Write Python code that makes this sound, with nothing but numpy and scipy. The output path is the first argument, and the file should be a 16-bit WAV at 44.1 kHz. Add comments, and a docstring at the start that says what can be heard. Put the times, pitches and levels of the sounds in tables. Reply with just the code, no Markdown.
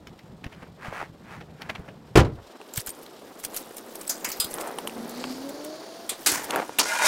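"""Outside a brick building, shoes scuff over grit to a steel roller shutter and the microphone is bumped.
A bunch of keys jingles, each key ringing at its own pitches, and one cracks round in the key switch,
while a vehicle accelerates down the street with tyre hiss and a climbing exhaust note.
The shutter clanks as its drive takes up the slack, and the slats start to rattle upward."""
import sys
import numpy as np
from scipy import signal
from scipy.fft import rfft, irfft
from scipy.io import wavfile
from scipy.ndimage import map_coordinates

SR = 44100
rng = np.random.default_rng(int(sys.argv[2]) if len(sys.argv) > 2 else 0)


def dump(signal):
    """Clip the signal to [-1, 1] and save it as 16-bit WAV at the path in sys.argv[1]."""
    limited = np.clip(np.atleast_2d(signal).T, -1, 1)
    pcm = np.round(limited * 32767).astype(np.int16)
    wavfile.write(sys.argv[1], SR, pcm)


N = 311787
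TIME = np.arange(N) / SR
BAND_EDGES_HZ = np.geomspace(22, 17000, 25)
BAND_HZ, BAND_WIDTH_HZ = np.sqrt(BAND_EDGES_HZ[1:] * BAND_EDGES_HZ[:-1]), np.diff(BAND_EDGES_HZ)
KEY_RANGE_HZ, CUTOFF_HZ = (6940, 14300), 15750

# bright tone of a key striking metal: freq_hz, level_db
KEY_EQ = [(600, -9), (1500, -4.5), (4200, -2.5), (7700, 1), (10000, -1), (16000, -0.5)]
# how hard the bunch swings, as the level of its tinkling: time_s, level_db
KEY_SWING = [(2.6, -69), (2.95, -56), (3.15, -66), (3.55, -53.5), (3.85, -56.5), (4.05, -48.5), (4.55, -47),
             (4.75, -55), (5.3, -53.5), (5.9, -68), (6.3, -44.5), (6.7, -56.5)]


def from_db(db):
    """Decibels to gain."""
    return 10 ** (np.asarray(db) / 20)


def unit_rms(x):
    """Scale to rms 1."""
    return x / np.sqrt(np.mean(x ** 2) + 1e-20)


def fader(points):
    """Gain from (time_s, level_db) points, silent outside their span."""
    times, db = np.transpose(points)
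    return from_db(np.interp(TIME, times, db)) * (TIME > times[0]) * (TIME < times[-1])


def ramp(start_s, length_s):
    """Linear fade from 0 to 1."""
    return np.clip((TIME - start_s) / length_s, 0, 1)


def swell(peak_s, level_db, rise_s, fall_s):
    """Gain of a rounded swell, 29 dB down at rise_s before its peak and fall_s after."""
    gain = np.zeros(N)
    span = slice(*np.searchsorted(TIME, [peak_s - 3 * rise_s, peak_s + 3 * fall_s]))
    away = np.maximum((peak_s - TIME[span]) / rise_s, (TIME[span] - peak_s) / fall_s).clip(0)
    gain[span] = from_db(level_db - 29 * away ** 2.27)
    return gain


def drift(rate_hz):
    """Smooth random wander of rms about 1."""
    hop, warm_up = 40, 2000
    pole = np.exp(-2 * np.pi * hop * rate_hz / SR)
    white = rng.standard_normal(N // hop + warm_up + 2)
    slow = signal.lfilter([1], [1, -2 * pole, pole ** 2], white)[warm_up:]
    return np.interp(np.arange(N) / hop, np.arange(len(slow)), unit_rms(slow))


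def eq_db(eq, hz):
    """Read an EQ curve on a log-frequency axis."""
    freqs, db = np.transpose(eq)
    return np.interp(np.log(hz), np.log(freqs), db)


def equalise(x, eq):
    """Minimum-phase EQ, falling 24 dB per octave past the curve's ends; rms 1."""
    size = 4096
    hz = np.arange(size // 2 + 1).clip(.5) * SR / size
    octaves_outside = np.maximum(np.log2(eq[0][0] / hz), np.log2(hz / eq[-1][0])).clip(0)
    cepstrum = irfft(np.log(from_db(eq_db(eq, hz) - 24 * octaves_outside)))
    cepstrum[1:size // 2] *= 2
    cepstrum[size // 2 + 1:] = 0
    impulse = irfft(np.exp(rfft(cepstrum)))
    return unit_rms(signal.fftconvolve(x, impulse)[:N])


def noise_bed(eq, flutter_db, rate_hz):
    """Shaped noise whose level wavers."""
    return equalise(rng.standard_normal(N), eq) * from_db(flutter_db * drift(rate_hz))


def noise_bands():
    """Narrow noise bands of rms 1; neighbours come from unrelated noise."""
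    white = rng.standard_normal((2, N))
    bands = []
    for k in range(len(BAND_HZ)):
        bandpass = signal.butter(2, BAND_EDGES_HZ[k:k + 2], "band", fs=SR, output="sos")
        bands.append(unit_rms(signal.sosfilt(bandpass, white[k % 2])))
    return np.array(bands)


def grains(per_s, spread_db):
    """Tiny random contacts of uneven size."""
    sizes = from_db(spread_db * rng.exponential(1, N).clip(0, 3)) * rng.choice([-1, 1], N)
    return unit_rms(sizes * (rng.random(N) < per_s / SR)) + 1e-18


def pings(rows, t60_s):
    """Damped sines from rows of (start_s, level_db, pitch_hz)."""
    out, age = np.zeros(N + SR), np.arange(int(t60_s * SR)) / SR
    for start_s, db, hz in rows:
        at = int(start_s * SR)
        out[at:at + len(age)] += from_db(db - 60 * age / t60_s) * np.sin(2 * np.pi * hz * age)
    return out[:N]


def resonate(contacts, modes):
    """Each contact drives every mode with a strength of its own; rms 1."""
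    out = 0
    for hz, width_hz, db in modes:
        r = np.exp(-np.pi * width_hz / SR)
        poles = [1, -2 * r * np.cos(2 * np.pi * hz / SR), r * r]
        drive = contacts * rng.standard_normal(N)
        out = out + from_db(db) * signal.lfilter([1 - r, 0, r - 1], poles, drive)
    return unit_rms(out)


def impacts(bands, hits, eq, t60_s, bass_hold, scatter_db, rattle_db,
            modes=(), modes_db=0, attack_s=0.00094):
    """Rattling noise bursts plus clear modes; t60_s holds at 2 kHz, and bass_hold lengthens the lows.
    A hit is start_s, level_db, then optionally tilt_db_per_octave, its own t60_s, ring_db."""
    out, t = np.zeros(N + SR), np.arange(SR // 2) / SR
    rattle = from_db(rattle_db * drift(104))   # tiny rebounds roughen the decay
    octaves = np.log2(BAND_HZ.clip(400) / 1000)
    defaults = [0, t60_s, 0]
    for start_s, db, *given in hits:
        tilt, decay_s, ring_db = given + defaults[len(given):]
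        # every point of contact favours other bands
        band_db = eq_db(eq, BAND_HZ) + tilt * octaves + scatter_db * rng.standard_normal(len(BAND_HZ))
        gains = from_db(band_db) * np.sqrt(BAND_WIDTH_HZ)
        offset, size = rng.integers(N - SR), min(int(2 * decay_s * SR), len(t))
        burst = bands[:, offset:offset + size] * (gains / np.linalg.norm(gains))[:, None]
        band_t60_s = decay_s * (BAND_HZ[:, None] / 2000) ** -bass_hold
        envelope = from_db(-60 * t[:size] / band_t60_s) * (1 - np.exp(-t[:size] / attack_s))
        rough = rattle[offset:offset + size]
        rough = rough / np.sqrt(np.mean(rough[:size // 10] ** 2))
        at = int(start_s * SR)
        out[at:at + size] += from_db(db) * (burst * envelope).sum(0) * rough
        for hz, width_hz, mode_db in modes:
            age = t[:int(np.pi * SR / width_hz)]
            strength = from_db(db + modes_db + ring_db + mode_db + 2 * rng.standard_normal())
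            strength *= rng.choice([-1, 1])
            pitch_hz = hz + width_hz / 2 * rng.standard_normal()
            ring = np.sin(2 * np.pi * pitch_hz * age) * np.exp(-np.pi * width_hz * age)
            out[at:at + len(age)] += strength * ring
    return out[:N]


def pass_by(closest_s, distance_m=8.05, speed_m_per_s=10.8):
    """Inverse-distance gain of the passing vehicle, 1 at its closest."""
    return distance_m / np.hypot(distance_m, speed_m_per_s * (TIME - closest_s))


def street():
    """Air rumble, far traffic and passing tyres; boomy and dull until just after the microphone bump."""
    # low rumble of outdoor air: freq_hz, level_db
    rumble_eq = [(25, -16), (65, -7), (175, 2), (300, -11.5), (500, -27.5)]
    # road roar: freq_hz, level_db
    roar_eq = [(90, -27.5), (220, -2), (380, 2), (700, -2.5), (1300, -10), (2400, -19.5)]
    # tyre hiss: freq_hz, level_db
    hiss_eq = [(1500, 1), (2800, 5), (4500, -2), (6500, 2.5), (8000, -8.5), (11000, -8), (16000, -14)]
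    opens_s = 2.355
    dull = 1 - ramp(opens_s, 0.11)
    boom = from_db(-49) * (1 - ramp(opens_s, 0.0084))
    rumble_gain = boom + from_db(-66.5) * ramp(opens_s, 0.54)
    rumble = noise_bed(rumble_eq, flutter_db=3, rate_hz=10.4) * rumble_gain
    # steady far traffic plus the vehicle, whose tyres hiss most as it draws away
    road, tyres = pass_by(closest_s=4.92), pass_by(closest_s=5.72)
    roar_gain = np.hypot(from_db(-51), from_db(-41) * road) * from_db(-4 * dull)
    hiss_gain = np.hypot(from_db(-58.5), from_db(-51.5) * tyres) * from_db(-7 * dull)
    roar = noise_bed(roar_eq, flutter_db=2, rate_hz=29.5) * roar_gain
    hiss = noise_bed(hiss_eq, flutter_db=1.77, rate_hz=47) * hiss_gain
    lag_ms = 0.243 * (1 - tyres) + 0.21 * tyres
    ground_bounce = 0.6 * np.interp(TIME - lag_ms / 1000, TIME, hiss)
    return rumble + roar + hiss + ground_bounce


def exhaust(jitter=0.007, roughness=0.45):
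    """The exhaust note climbs as the vehicle pulls away; uneven firing roughens it."""
    # the engine's firing rate: time_s, pitch_hz
    firing = [(4.85, 223), (5.02, 231.7), (5.27, 248.8), (5.7, 308.4), (6.0, 337.8)]
    # the note surges twice, then sinks into the road noise: time_s, level_db
    surges = [(4.82, -43), (4.92, -47), (5.01, -31.5), (5.11, -41), (5.28, -33), (5.7, -42.5), (6.0, -53)]
    pitch_hz = np.interp(TIME, *np.transpose(firing)) * (1 + jitter * drift(21.5))
    phase = 2 * np.pi * np.cumsum(pitch_hz) / SR
    overtone = swell(5.5, -41, rise_s=0.15, fall_s=1) * np.sin(2 * phase)
    return (fader(surges) * np.sin(phase) + overtone) * (1 + roughness * drift(60))


def footsteps(bands):
    """Shoes tap, crunch and drag on gritty paving."""
    # footfalls: start_s, level_db, tilt_db_per_octave
    steps = [(0.071, -36, 11), (0.188, -40.5, 10.5), (0.441, -30, 5), (0.52, -37.5, 9), (0.624, -33.5, 0.5),
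             (1.407, -32.5, 4), (1.615, -29, 11), (1.696, -20, 4.5), (1.752, -28, 5.5), (1.883, -32.5, 2)]
    # a sole tapping the paving: freq_hz, level_db
    step_eq = [(88, -19), (150, 9), (361, 7.5), (745, 2), (923, -12.5), (1800, -9), (2500, -6),
               (4320, -31.5), (5050, -26), (7320, -49), (16000, -60)]
    # soles dragging: peak_s, level_db, rise_s, fall_s
    scuffs = [(0.56, -50.5, 0.13, 0.22), (0.864, -33, 0.086, 0.051), (0.985, -31, 0.13, 0.11),
              (1.34, -37.5, 0.13, 0.081), (1.66, -44.5, 0.15, 0.31)]
    # grit underfoot: freq_hz, level_db
    grit_eq = [(300, -8), (750, 1.5), (1600, 1.5), (2200, -2), (3500, -15), (16000, -33)]
    taps = impacts(bands, steps, step_eq, t60_s=0.063, bass_hold=0.068, scatter_db=1, rattle_db=8,
                   attack_s=0.00063)
    grit = equalise(grains(per_s=2000, spread_db=3), grit_eq)
    crunch = sum(swell(s + 0.003, db - 15, rise_s=0.013, fall_s=0.021) for s, db, _ in steps)
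    drag = from_db(-6) * sum(swell(*scuff) for scuff in scuffs)
    return from_db(-4) * taps + grit * (crunch + drag)


def microphone_bump(bands):
    """A knock sets the microphone's case ringing."""
    # the knock and its uneven rebounds: start_s, level_db, tilt_db_per_octave
    knocks = [(2.155, -7, 1), (2.172, -9, 1.5), (2.194, -12.5, 0.5), (2.247, -24, -1.5),
              (2.297, -31.5, -4.5)]
    # bass-heavy body of the knock: freq_hz, level_db
    knock_eq = [(30, -9), (70, 4), (105, 4.5), (200, -1.5), (350, -2), (550, -4.5), (800, -10), (1200, -11),
                (2000, -15.5), (4000, -22), (9000, -33), (16000, -49)]
    # case resonances: pitch_hz, width_hz, level_db
    case_modes = [(72, 16, -1), (103, 22, 8), (186, 11.6, 9), (244, 14, -3), (322.5, 9.8, 7), (380, 7.1, 0),
                  (432, 14, 0)]
    return impacts(bands, knocks, knock_eq, t60_s=0.13, bass_hold=0.29, scatter_db=0.5, rattle_db=2.5,
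                   modes=case_modes, modes_db=-18.5, attack_s=0.00056)


def handling_thuds(bands):
    """Handling gives the microphone soft, low thuds."""
    # thuds: start_s, level_db
    thuds = [(0.462, -13.5), (0.882, -16), (1.793, -12), (2.777, -11), (4.394, -25), (4.444, -23),
             (6.319, -20)]
    # their muffled tone: freq_hz, level_db
    thud_eq = [(25, -10), (70, 1), (150, -3.5), (300, -21), (800, -27), (3000, -57)]
    return from_db(-13.5) * impacts(bands, thuds, thud_eq, t60_s=0.054, bass_hold=0.023,
                                    scatter_db=2, rattle_db=0.5)


def dry_ticks(bands):
    """Small dry clicks, each with a very short ring."""
    # ticks: start_s, level_db, tilt_db_per_octave, ring_hz, ring_db
    ticks = [(0.442, -34.5, 8.5, 2430, -26), (0.926, -26, -6, 830, -21), (1.003, -33, -5, 1400, -21),
             (1.014, -27, -7, 1230, -17.5), (1.028, -29, -10, 940, -19), (1.752, -34, 3, 3300, -30),
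             (2.614, -33, 1.5, 750, -42), (3.064, -38, 9, 4000, -32.5), (4.584, -25, 5, 1110, -23),
             (4.786, -20.5, 2.5, 2960, -23.5), (4.874, -26.5, -4.5, 3000, -17),
             (4.896, -36, 16, 2680, -27.5), (5.24, -17, 2.5, 3050, -19.5), (6.507, -14.5, 10, 3400, -15.5),
             (6.56, -19, -1, 1710, -11.5), (6.693, -20, -7, 950, -27)]
    # their midrange click: freq_hz, level_db
    tick_eq = [(60, -44), (250, -3), (500, 0), (1100, 4.5), (1900, -8), (3000, -2), (5000, -19),
               (9000, -20), (16000, -59)]
    clicks = impacts(bands, [tick[:3] for tick in ticks], tick_eq, t60_s=0.017, bass_hold=0.23,
                     scatter_db=3, rattle_db=3)
    return clicks + pings([(s, ring_db, hz) for s, _, _, hz, ring_db in ticks], t60_s=0.0068)


def rubbing():
    """The microphone's case is rubbed in small slips."""
    # rubs: peak_s, level_db, rise_s, fall_s
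    rubs = [(4.655, -35, 0.17, 0.13), (6.575, -24.5, 0.12, 0.095)]
    # close, dull friction: freq_hz, level_db
    rub_eq = [(180, -9.5), (330, 2), (520, 1), (780, 2.5), (1100, -1), (1450, -6), (2400, -13.5),
              (3600, -23), (9000, -34.5)]
    return equalise(grains(per_s=900, spread_db=2.2), rub_eq) * sum(swell(*rub) for rub in rubs)


def rustle():
    """A dry rustle of fine grains while the key is held."""
    # thin, peaky treble: freq_hz, level_db
    rustle_eq = [(1400, -8), (3200, -8), (4600, 11), (5600, -8), (7000, 1.5), (9500, -26), (15000, -25)]
    texture = equalise(grains(per_s=6100, spread_db=4), rustle_eq)
    return texture * swell(5.7, -52, rise_s=0.95, fall_s=0.7)


def swish(peak_s=5.27, octaves_per_s=1.1):
    """A short scrape whose resonances slide upward."""
    # the scrape's tone at its loudest: freq_hz, level_db
    swish_eq = [(2000, -1.5), (3500, -6), (4700, 6), (6000, -7), (7400, -5.5), (8400, -9), (9700, -16),
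                (14000, -20)]
    scrape = equalise(grains(per_s=4500, spread_db=6.5), swish_eq)
    speed = 2 ** (octaves_per_s * (TIME - peak_s).clip(-.5, .5))
    sweep = map_coordinates(scrape, [np.cumsum(speed)], order=3, mode="wrap")
    return sweep * swell(peak_s, -44, rise_s=0.3, fall_s=0.19)


def key_touches(count):
    """Light random touches that follow the swing of the bunch, as (start_s, level_db, pitch_hz)."""
    times, swing_db = np.transpose(KEY_SWING)
    starts = times[0] + (times[-1] - times[0]) * (np.arange(count) + rng.random(count)) / count
    levels = np.interp(starts, times, swing_db) + rng.uniform(-3.45, 6, count)
    return list(zip(starts, levels, rng.uniform(*KEY_RANGE_HZ, count)))


def key_sizzle(count, spread_db=4):
    """Metal sliding on metal: a spray of tiny contacts, each ringing at its own pitch; rms 1."""
    hz = rng.uniform(1500, CUTOFF_HZ, count)
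    db = eq_db(KEY_EQ, hz) + spread_db * rng.standard_normal(count)
    return unit_rms(pings(zip(rng.uniform(0, N / SR, count), db, hz), t60_s=0.005))


def keys(bands):
    """Keys clash, tinkle and scrape along each other as the bunch swings."""
    # key striking key: start_s, clash_db, ring_hz, ring_db
    jingles = [(2.7374, -26, 7370, -30), (2.7592, -19, 14100, -36), (2.775, -10, 8270, -21),
               (2.804, -18, 8400, -32), (2.863, -31, 13300, -29), (2.87, -16, 11300, -32),
               (2.892, -21, 9300, -31), (2.904, -44, 8560, -28), (3.03, -29.5, 12000, -51),
               (3.3984, -24.5, 9200, -48), (3.439, -19, 9800, -31), (3.4487, -13.5, 9550, -22.5),
               (3.5445, -24, 11100, -30), (3.5645, -19, 13100, -21), (3.571, -17, 9200, -26),
               (3.768, -27, 13700, -30), (3.78, -22.5, 8950, -33), (3.955, -24, 13100, -31),
               (4.0126, -23.5, 8900, -33), (4.078, -20.5, 7950, -23.5), (4.2892, -23, 7650, -25.5),
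               (4.301, -16.5, 12700, -34), (4.511, -24, 9320, -33), (4.54, -21, 9200, -24),
               (4.609, -16.5, 9300, -33), (4.673, -26, 9900, -37), (4.786, -29, 9140, -29),
               (4.875, -24, 9200, -26), (5.0947, -26, 12700, -34), (5.4914, -24.5, 7950, -40),
               (5.6472, -22, 9240, -41), (6.317, -20, 11000, -16.5), (6.442, -17, 11000, -31),
               (6.559, -28, 9800, -25.5)]
    # the key sliding into the lock: peak_s, level_db, rise_s, fall_s
    slides = [(2.797, -41, 0.037, 0.036), (2.878, -44, 0.021, 0.042), (3.57, -43, 0.04, 0.075)]
    clashes = impacts(bands, [jingle[:2] for jingle in jingles], KEY_EQ, t60_s=0.03, bass_hold=0.31,
                      scatter_db=2.5, rattle_db=5, attack_s=0.0012)
    main_modes = [(s, ring_db, hz) for s, _, hz, ring_db in jingles] + key_touches(count=300)
    side_modes = [(s, db - 6.5, hz) for s, db, _ in main_modes for hz in rng.uniform(*KEY_RANGE_HZ, 4)]
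    rings = pings(main_modes + side_modes, t60_s=0.021)
    crisp_ticks = pings(key_touches(count=130), t60_s=0.0032)
    scraping = sum(swell(s, db - 25.5, rise_s=0.013, fall_s=0.021) for s, db, _, _ in jingles)
    sliding = sum(swell(*slide) for slide in slides)
    sizzle = key_sizzle(count=14000) * (scraping + sliding + from_db(-0.5) * fader(KEY_SWING))
    return from_db(-7) * clashes + from_db(-1.5) * rings + from_db(15.5) * crisp_ticks + sizzle


def key_switch(bands):
    """The key snaps past the pins with a short bright crack, and the housing rings on."""
    # the key seating and turning: start_s, level_db, tilt_db_per_octave, t60_s, ring_db
    snaps = [(4.094, -20, 3, 0.22, -5), (4.245, -23.5, 2, 0.2, -1), (4.316, -28.5, 3, 0.21, -10),
             (4.4, -18.5, 4, 0.21, 5), (4.444, -22.5, 8, 0.058, -15), (6.092, -23, 0, 0.22, -10)]
    # tone of the lock housing: freq_hz, level_db
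    housing_eq = [(300, -30), (1000, -1), (3000, -2.5), (5000, -0.5), (8000, -0.5), (16000, -11.5)]
    # housing resonances: pitch_hz, width_hz, level_db
    housing_modes = [(4350, 7.5, -14), (4953, 11, 3), (6062, 19, -17), (7537, 13, -7), (8070, 13, -11),
                     (9300, 23, -13), (12500, 40, 6)]
    cracks = impacts(bands, [snap[:3] for snap in snaps], KEY_EQ, t60_s=0.03, bass_hold=0,
                     scatter_db=-1, rattle_db=1)
    housing = impacts(bands, snaps, housing_eq, t60_s=None, bass_hold=0.43, scatter_db=6.5, rattle_db=1,
                      modes=housing_modes, modes_db=-11)
    return cracks + from_db(-0.5) * housing


def shutter(bands, creep_s=6.856, run_s=7.01):
    """The slats jolt, slap and settle, then knock against each other and scrape up the guides."""
    # the curtain jolting: start_s, level_db, tilt_db_per_octave, t60_s, slap_db, settle_after_s
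    jolts = [(6.261, -16.5, 1, 0.47, -14.5, .061), (6.786, -14.5, 0, 0.12, -12, 0.045)]
    # broad steel clank: freq_hz, level_db
    clank_eq = [(100, -30), (250, -4.5), (620, -1.5), (1000, -4.5), (1500, 0), (3000, -5), (6000, -1.5),
                (9000, -2.5), (16000, -7)]
    # slat resonances: pitch_hz, width_hz, level_db
    slat_modes = [(618, 51, -6), (926, 72, -1), (1440, 17, 6.5), (1623, 28, -1), (1760, 36, -6.5),
                  (2083, 40, -3), (2410, 27, -3), (2910, 29, -16), (3710, 23, -8.5)]
    # body of the rattling curtain: freq_hz, level_db
    body_eq = [(120, -20), (240, -2.5), (450, -6), (630, 6), (1200, -1.5), (2300, 1.5), (3200, -6.5)]
    # bright chatter in the guides: freq_hz, level_db
    chatter_eq = [(1500, -28), (2500, 0.5), (6000, 6), (9000, 3), (16000, -13)]
    hits = []
    for start_s, db, tilt, t60_s, slap_db, settle_after_s in jolts:
        jolt = (start_s, db, tilt, t60_s)
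        slap = (start_s + 0.0082, slap_db, 1.5, 0.14)   # the slack closes
        settle = (start_s + settle_after_s, db - 7.5, -0.5, t60_s)   # the curtain drops back
        hits += [jolt, slap, settle]
    clanks = impacts(bands, hits, clank_eq, t60_s=None, bass_hold=0.35, scatter_db=4.5, rattle_db=2.5,
                     modes=slat_modes, modes_db=-46, attack_s=0.00035)
    knocks = grains(per_s=700, spread_db=1.5)
    body = from_db(-3) * resonate(knocks, slat_modes) + from_db(-8) * equalise(knocks, body_eq)
    chatter = equalise(grains(per_s=15000, spread_db=-1.5), chatter_eq) * from_db(2 * drift(65))
    # the loose slats shiver from the first jolt on
    shiver = (body * from_db(-49) + chatter * from_db(-52)) * (TIME > jolts[0][0])
    # the body grows as soon as the curtain creeps, the chatter only once it runs
    creeping_s, running_s = (TIME - creep_s).clip(0), (TIME - run_s).clip(0)
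    body_db = -29.5 + 44 * creeping_s + 78 * running_s
    chatter_db = -33.5 + 254 * running_s
    rising = body * from_db(body_db) + chatter * from_db(chatter_db)
    return clanks + np.where(TIME > creep_s, rising, shiver)


def scene():
    """Mono mix: action at the shutter with a faint echo off the brickwork, close noises and the street."""
    bands = noise_bands()
    action = footsteps(bands) + keys(bands) + key_switch(bands) + shutter(bands)
    wall_echo = from_db(-16) * np.interp(TIME - 0.011, TIME, action, left=0)
    close = microphone_bump(bands) + handling_thuds(bands) + dry_ticks(bands)
    close += rubbing() + rustle() + swish()
    return (action + wall_echo + close + street() + exhaust())[None]


def record(dry):
    """Peaks clip at full scale and a steep low-pass cuts the top."""
    lowpass = signal.ellip(10, .1, 80, CUTOFF_HZ, fs=SR, output="sos")
    return signal.sosfilt(lowpass, np.clip(dry, -1, 1))


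dry = scene()
out = record(dry)
dump(out)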